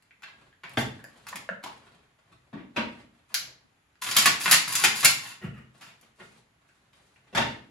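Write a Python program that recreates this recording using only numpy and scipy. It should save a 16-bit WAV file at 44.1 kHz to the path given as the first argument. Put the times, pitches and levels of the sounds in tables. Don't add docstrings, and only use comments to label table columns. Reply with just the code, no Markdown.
import sys
import numpy as np
from scipy import signal
from scipy.fft import rfft, irfft, next_fast_len
from scipy.io import wavfile

SR = 44100
rng = np.random.default_rng(int(sys.argv[2]) if len(sys.argv) > 2 else 0)


def wav_out(sig):
    wavfile.write(sys.argv[1], SR, np.round(np.clip(np.atleast_2d(sig).T, -1, 1) * 32767).astype(np.int16))


N = 339570
TIME = np.arange(N) / SR

# (time [s], level [dB], chatter [s], bass [dB], treble [dB],
# struck part's resonance [Hz], its gain [dB], rebound delay [s], rebound level re blow [dB])
STEEL_CLACKS = [ (.232, -39.5, .008, -3.5, -19.5, 4050, 4, 0.048, -10),
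                (.635, -38, 0.0096, 3, -24.5, 1570, 8, 0.013, -5),
                (.783, -29.5, .013, 24, 1, 2000, 8, .014, -1),
                (1.268, -40.5, 0.0048, -22, 0, 920, 25, 0.012, -5),
                (1.286, -39, .005, -8, 6, 10600, -8, 0.014, -20),
                (1.357, -35, 0.0039, -2, 3, 2040, 13.5, 0.011, -8),
                (1.629, -47.5, .005, 6, -6, 1050, 20, .009, 12),
                (1.660, -35.5, .0065, 15, -7, 986, 20.5, .012, -12),
                (3.300, -55, .008, -9.5, -12.5, 1020, 20, 0.016, -8.5),
                (3.343, -19.5, 0.0013, -11, 3.5, 3550, 3, 0.0062, -12),
                (4.020, -30.5, 0.0073, -2, -4.5, 1011, 12.5, 0.045, -0.5),
                (4.111, -26, .008, -1.5, -1.5, 5320, 6, 0.014, -7.5),
                (4.166, -11, .0069, -6, 5, 2890, 4.5, .017, -3),
                (4.257, -11.5, .006, 1.5, -1, 1780, -0.5, .011, -5),
                (4.411, -31, .008, 2, 8, 1820, 0.5, .032, -3),
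                (4.512, -8, .011, -5, 3, 4604, 2, .015, -2.5),
                (4.753, -19, 0.0083, -7.5, 5.5, 7280, 6.5, 0.0065, -9),
                (4.838, -13.5, .008, 2.5, -0.5, 1470, 4.5, 0.0071, -1),
                (5.030, -26, .008, 1, -6, 1150, 10, 0.011, 4),
                (5.047, -7, .0086, -2.5, 5.5, 3360, -0.5, 0.0079, -8.5),
                (5.809, -42, 0.028, 4, -6.5, 1300, 7, 0.052, -6)]
# (time [s], level [dB], chatter [s], bass [dB],
# treble [dB], resonance [Hz], its gain [dB])
MAGAZINE_CLUNKS = [(0.992, -51, .002, -23, 17, 2010, 2), (1.042, -45, 0.00078, -7, -7, 1670, 2),
                   (1.328, -35.5, 0.0033, -11, 3, 960, 13), (1.490, -28, 0.0017, 5, 4.5, 1360, -1)]
# (frequency [Hz], density [dB per Hz])
STEEL_SPECTRUM = [(35, -42), (80, -19.5), (130, -7.5), (230, -7), (330, -11), (540, -11), (700, -4),
                  (1000, -1.5), (2000, 3), (4700, 0), (6000, -5), (7200, -1.5), (8600, -9.5), (10200, 0.5),
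                  (12000, -0.5), (16000, -8.5)]
# (frequency [Hz], relative level [dB], t60 [s])
STEEL_RING = [(1088, -2.5, .14), (1120, -0.5, 0.14), (1492, -1, 0.18), (1763, -4, 0.13), (1890, -4, 0.6),
              (2130, 1.5, 0.17), (2460, -6, 0.092), (2750, 2, 0.31), (3010, -0.5, 0.15), (3630, -4, 0.069),
              (4120, -5.5, 0.15), (4030, -7, 0.22), (5020, 1.5, 0.33), (5240, -7, .16), (7520, -3, 0.25),
              (9740, 0, .12)]


def amp(db):
    return 10 ** (np.asarray(db) / 20)


def unit(x):
    return x / np.sqrt(np.sum(x ** 2) + 1e-20)


def read(points, hz):
    f, value = np.transpose(points)
    return np.interp(np.log(hz + 1), np.log(f + 1), value)


def follow(points):
    return np.interp(TIME, *np.transpose(points))


def add(mix, s, sound):
    part = mix[round(s * SR):][:len(sound)]
    part += sound[:len(part)]


def colour(points, size=4096):
    log_gain = np.log(amp(read(points, abs(np.fft.fftfreq(size, 1 / SR)))))
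    response = np.exp(np.conj(signal.hilbert(log_gain)))
    return np.fft.ifft(response).real[:size // 2]


def tint(x, points):
    return signal.oaconvolve(x, colour(points))[:len(x)]


def resonate(x, hz, width_hz):
    return signal.lfilter(*signal.iirpeak(hz, hz / width_hz, fs=SR), x)


def grains(count, per_s, spread_db):
    size = amp(spread_db * np.minimum(rng.exponential(1, count), 4))
    return size * rng.choice([-1, 1], count) * (rng.random(count) < per_s / SR)


def stroke(start_s, length_s, attack_s, release_s, swell_db):
    t = TIME - start_s
    attack = np.clip(t / attack_s, 0, 1)
    swell = amp(swell_db * (np.clip(t / length_s, 0, 1) - .5))
    release = np.exp(-np.clip((t - length_s) / release_s, 0, 20))
    return attack * swell * release


def rub(spectrum, per_s, spread_db, lumpy_db, lump_s=0.01):
    knots_s = np.arange(N // 64) * lump_s
    pressure = amp(lumpy_db * np.interp(TIME, knots_s, rng.standard_normal(len(knots_s))))
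    slips = grains(N, per_s, spread_db) * pressure
    return unit(tint(slips, spectrum)) * np.sqrt(N)


def strike(rows, spectrum, modes, ring_db, first_s, detune=0.025, width=0.12, size=16384):
    t, out = np.arange(size) / SR, np.zeros(N)
    hz, mode_db, t60_s = np.transpose(modes)[:, :, None]
    fades = amp(mode_db - 60 * t / t60_s)
    crack = unit(tint(signal.unit_impulse(size), spectrum))
    for s, level_db, chatter_s, bass_db, treble_db, part_hz, part_db in rows:
        contact = unit(grains(size, 12000, 3.6) * np.exp(-.5 * (t / chatter_s) ** 2))
        contact[0] += first_s / chatter_s
        grip = 1 + detune * rng.standard_normal(hz.shape)
        ring = rng.choice([-1, 1], len(modes)) @ (fades * np.sin(2 * np.pi * hz * grip * t))
        hit = signal.fftconvolve(contact, crack + amp(ring_db) * unit(ring))[:size]
        hit = tint(hit, [(350, bass_db), (1500, 0.011), (2500, 0.0019), (9000, treble_db)])
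        hit = hit + (amp(part_db) - 1) * resonate(hit, part_hz, width * part_hz)
        add(out, s, amp(level_db) * unit(hit) * np.sqrt(SR / 100))
    return out


def rebounding(rows, longer, heavier_db, duller_db, body_hz, body_db):
    contacts = []
    for s, level_db, chatter_s, bass_db, treble_db, part_hz, part_db, after_s, second_db in rows:
        contacts.append((s, level_db, chatter_s, bass_db, treble_db, part_hz, part_db))
        contacts.append((s + after_s, level_db + second_db, chatter_s * longer,
                         bass_db + heavier_db, treble_db - duller_db, body_hz, body_db))
    return contacts


def diffuse(pair):
    # (frequency [Hz], correlation [1])
    correlation = [(60, .985), (140, .965), (270, .8), (550, .28), (1200, 0), (3000, 0), (7000, .15),
                   (12000, -.1)]
    alike = read(correlation, np.fft.rfftfreq(pair.shape[1], 1 / SR))
    mid, side = rfft(pair) * np.sqrt([(1 + alike) / 2, (1 - alike) / 2])
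    return irfft([mid + side, mid - side], pair.shape[1])


def walls(early_db=-3, build_s=0.0052, count=2400):
    # (frequency [Hz], t60 [s])
    decay = [(100, 0.58), (260, .6), (700, 0.36), (1840, 0.39), (4850, 0.38), (12800, 0.26)]
    # (frequency [Hz], gain [dB])
    echo_spectrum = [(50, 3.5), (100, -0.5), (128, 6.5), (165, -1), (220, 0), (320, 0.5), (3000, 0.5),
                     (7000, 1.5), (12000, -6.5), (16000, -13)]
    taps, early = np.zeros((2, 2, count * 16))
    at = np.arange(count) * 16 + rng.integers(0, 16, (2, count))
    np.put_along_axis(taps, at, rng.choice([-1., 1.], at.shape), 1)
    hz, t, z = signal.stft(diffuse(taps), SR, nperseg=256)
    fade = amp(-60 * t / read(decay, hz)[:, None]) * (1 - np.exp(-t / build_s))
    tail = unit(signal.istft(z * fade, SR, nperseg=256)[1][:, :taps.shape[1]])
    near = rng.integers(SR // 2000, SR // 100, (2, 14))
    np.put_along_axis(early, near, rng.uniform(-1, 1, near.shape), 1)
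    echoes = np.sqrt(2) * unit(tail + amp(early_db) * unit(diffuse(early)))
    return np.array([tint(side, echo_spectrum) for side in echoes])


def room(x, lag_s=.000023, cycle_hz=23, count=3):
    # (time [s], ratio [dB])
    echo_ratio = [(0, 5), (1.5, 1.5), (2.6, 9), (3.3, 5.5), (4.2, 2), (5, 2.5), (7.7, 9.5)]
    wet = amp(follow(echo_ratio))
    direct = x / np.hypot(1, wet)
    size = next_fast_len(N)
    later = np.exp(-2j * np.pi * np.fft.rfftfreq(size, 1 / SR) * lag_s)
    out = np.array([direct, irfft(rfft(direct, size) * later, size)[:N]])
    for k in range(count):
        share = np.sqrt(2 / count) * np.cos(np.pi * (cycle_hz * TIME + k / count))
        out += signal.oaconvolve((direct * wet * share)[None], walls(), axes=1)[:, :N]
    return out


def hush(level_db=-68.5):
    # (frequency [Hz], density [dB per Hz])
    air_spectrum = [(15, -34.5), (25, -7), (87, 4), (575, -10.5), (911, -6.5), (2160, -8), (5570, -22),
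                    (7110, -18.5), (8590, -29), (11000, -19.5), (11900, -25.5), (13200, -53.5),
                    (16000, -51.5)]
    air = diffuse(np.array([tint(side, air_spectrum) for side in rng.standard_normal((2, N))]))
    return amp(level_db) * unit(air) * np.sqrt(2 * N)


def clothes(attack_s=0.036, release_s=0.017, swell_db=-6.5, rest_db=-76.5):
    # (start [s], length [s], level [dB], swish re crumple [dB])
    movements = [(0.252, .20, -66, -17), (0.667, 0.34, -58, -5), (1.053, 0.26, -63.5, -1.5),
                 (1.218, 0.21, -55.5, -13), (1.677, 0.18, -58, -8), (1.85, 0.18, -63, -20),
                 (2.257, 0.081, -60.5, -23), (2.724, 0.29, -56, -13), (3.126, 0.071, -66, -9),
                 (3.277, .20, -58, -1), (5.718, 0.36, -65, 0), (6.149, 0.24, -65.5, 8),
                 (6.63, .25, -82, 12), (6.916, 0.25, -70.5, 3.5), (7.22, 0.54, -70, -9)]
    # (frequency [Hz], density [dB per Hz])
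    cloth_spectrum = [(35, -36), (60, -2.5), (189, -0.5), (380, -6), (408, -3), (515, -5), (666, -3),
                      (842, -3.5), (4030, -13), (5590, -25), (11000, -24), (13600, -37.5), (16000, -38)]
    crumple = rub(cloth_spectrum, per_s=2500, spread_db=2.5, lumpy_db=6.5)
    swish = rub(cloth_spectrum, per_s=6400, spread_db=7.0, lumpy_db=5.5)
    swish = tint(swish, [(1500, -21.5), (6000, 4.5), (12000, 6)])
    moving = np.zeros(N)
    for s, length_s, level_db, swish_db in movements:
        effort = amp(level_db) * stroke(s, length_s, attack_s, release_s, swell_db)
        moving += effort * (crumple + amp(swish_db) * swish)
    return moving + amp(rest_db) * crumple


def butt_drag(attack_s=0.016, release_s=0.03, swell_db=4):
    # (start [s], length [s], level [dB])
    scuffs = [(5.407, 0.05, -45.5), (5.531, 0.052, -53)]
    # (frequency [Hz], density [dB per Hz])
    scuff_spectrum = [(50, -14), (130, -0.5), (280, -2), (420, -10), (750, -13), (1100, -14), (1300, -4.5),
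                      (1550, -11), (1900, -2), (2300, -14), (2850, -6), (3250, -22), (6000, -33),
                      (16000, -29)]
    push = sum(amp(level_db) * stroke(s, length_s, attack_s, release_s, swell_db)
               for s, length_s, level_db in scuffs)
    return push * rub(scuff_spectrum, per_s=1200, spread_db=-2.0, lumpy_db=-3.0)


def tabletop(thump_after_s=.012, thump_db=-13.5):
    # (time [s], level [dB], chatter [s], bass [dB], treble [dB],
    # struck spot's resonance [Hz], its gain [dB], weight's delay [s], weight's level re blow [dB])
    landings = [ (.772, -22.5, 0.006, -1, 5.5, 3150, 5.5, .003, -2.5),
                (2.529, -34.5, 0.0099, 12, 2, 1100, 14.5, .014, -4),
                (2.570, -41.5, .025, 4.5, -8, 338, 10.5, 0.034, -7),
                (2.762, -23.5, 0.013, -7, 2, 2700, 1.5, .012, -4.5),
                (2.772, -26.5, 0.014, 3, -14.5, 217, 15, .012, -11.5),
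                (5.436, -32, 0.0059, 35, -23, 172, 12, .018, -4.5),
                (6.200, -45.5, 0.0096, -5, -9, 1900, 11, .012, -11),
                (6.205, -46, 0.0088, -5, -8, 440, 22, .02, -15),
                (7.328, -39.5, .012, 10, 10, 436, 11.5, .012, -9),
                (7.349, -23, 0.0083, -5.5, 13, 2480, -8, .014, -1.5),
                (7.373, -17, 0.0078, -8.5, 9, 852, 12.5, .006, -14),
                (7.412, -28, 0.0044, -6, 1.5, 877, -2, .012, -7),
                (7.460, -36.5, 0.032, -4, 9, 398, 11.5, .03, -9)]
    # (frequency [Hz], density [dB per Hz])
    wood_spectrum = [(30, -49.5), (70, -8.5), (100, -4), (125, -2.5), (240, 4.5), (380, -7.5), (560, -3),
                     (900, -6), (1300, -4.5), (2200, -6), (3500, -11), (5500, -26.5), (8500, -36.5),
                     (11000, -33.5), (16000, -39)]
    # (frequency [Hz], relative level [dB], t60 [s])
    wood_ring = [(127.2, -12, 0.49), (203.1, -0.5, .3), (229.2, -7, 0.2), (252.3, -8.5, 0.78),
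                 (326, 1.5, 0.32), (449.5, 0.5, 0.29), (930, 8.5, 0.14), (950, 1.5, 0.12),
                 (1574, -6.5, 0.14), (2160, 2.5, 0.31), (2730, -1.5, 0.23), (3010, -20, .1)]
    knocks = rebounding(landings, longer=1.23, heavier_db=5.5, duller_db=8.5, body_hz=211.5, body_db=5)
    thumps = [(s + thump_after_s, level_db + thump_db, 0.0086, 17, -18, 199, 25)
              for s, level_db, *_ in MAGAZINE_CLUNKS]
    return strike(knocks + thumps, wood_spectrum, wood_ring, ring_db=-11, first_s=0.0011, detune=.015)


def magazine_rock():
    # (frequency [Hz], density [dB per Hz])
    magazine_spectrum = [(60, -58.5), (220, -29), (350, -13.5), (550, 6.5), (900, 2.5), (1300, 5),
                         (1800, 8), (2050, -2.5), (3500, -21.5), (11000, -44), (16000, -52)]
    # (frequency [Hz], relative level [dB], t60 [s])
    magazine_ring = [(704, 17, 0.028), (1310, -4, .04), (1750, -24, .2)]
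    return strike(MAGAZINE_CLUNKS, magazine_spectrum, magazine_ring, ring_db=-23, first_s=0.0011)


def bolt_slide(ring_db=-12, ring_t60_s=0.041, split_hz=3800, attack_s=.008, release_s=.03, swell_db=2.5):
    # (start [s], length [s], level [dB], hiss re grind [dB])
    runs = [(4.013, .15, -34.5, 1.5), (4.167, .09, -28, -0.5), (4.394, 0.14, -29.5, 0),
            (4.672, 0.17, -31, 2.5), (4.945, .10, -31.5, 1), (5.168, 0.14, -45.5, -1)]
    t = np.arange(SR // 8) / SR
    ring = unit(sum(amp(db - 60 * t / ring_t60_s) * np.sin(2 * np.pi * hz * t) for hz, db, _ in STEEL_RING))
    body = unit(signal.unit_impulse(len(t)) + amp(ring_db) * ring)
    grind = rub(STEEL_SPECTRUM, per_s=900, spread_db=4.0, lumpy_db=5.5)
    grind = tint(grind, [(60, -1), (170, 3), (500, -2), (800, -2), (1020, 2), (1400, 0),
                         (split_hz, -3), (9000, -14)])
    hiss = rub(STEEL_SPECTRUM, per_s=2400, spread_db=4.5, lumpy_db=2.5)
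    hiss = tint(hiss, [(1200, -20), (split_hz, -3), (7000, 0), (11000, 1), (15000, -4)])
    friction = np.zeros(N)
    for s, length_s, level_db, hiss_db in runs:
        push = amp(level_db) * stroke(s, length_s, attack_s, release_s, swell_db)
        friction += push * (grind + amp(hiss_db) * hiss)
    return signal.oaconvolve(friction, body)[:N]


def free_part():
    # (frequency [Hz], level [dB], t60 [s])
    free_ring = [(1626, -55, 0.76), (3278, -58, .4), (4060, -54, 0.17)]
    t = np.maximum(TIME - STEEL_CLACKS[0][0], 0)
    return sum(amp(db - 60 * t / t60_s) * np.sin(2 * np.pi * hz * t) for hz, db, t60_s in free_ring)


def steel_parts():
    # (time [s], level [dB], treble [dB])
    fittings = [(0.024, -62.5, -1), (.108, -54, -50), (0.222, -51, -12), (.528, -61, -35), (.695, -51, 8),
                (0.736, -55, 12), (1.041, -48, 10), (3.955, -64.5, -20), (6.012, -56, 17),
                (6.690, -61.5, -17), (6.932, -59.5, -9), (7.160, -59, -19)]
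    clacks = rebounding(STEEL_CLACKS, longer=1.4, heavier_db=2.5, duller_db=2.5, body_hz=1000, body_db=4.5)
    ticks = [(s, level_db, 0.0015, -7, treble_db, 1714, 8) for s, level_db, treble_db in fittings]
    return strike(clacks + ticks, STEEL_SPECTRUM, STEEL_RING, ring_db=-21.0, first_s=0.00043)


def scene():
    rubbing = clothes() + butt_drag() + bolt_slide()
    blows = tabletop() + magazine_rock() + free_part() + steel_parts()
    return hush() + room(rubbing + blows) * amp([[1.9], [1.3]])


def record(dry, edge_hz=16400):
    # (frequency [Hz], gain [dB])
    mic_response = [(20, -2.5), (11900, 0.5), (12600, -4), (13350, -30), (14000, -7), (15500, 0),
                    (16500, -8.5)]
    heard = np.tanh([tint(side, mic_response) for side in dry])
    band_limit = signal.firwin(511, edge_hz, window=("kaiser", 9), fs=SR)
    return signal.oaconvolve(heard, band_limit[None], "same")


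dry = scene()
out = record(dry)
wav_out(out)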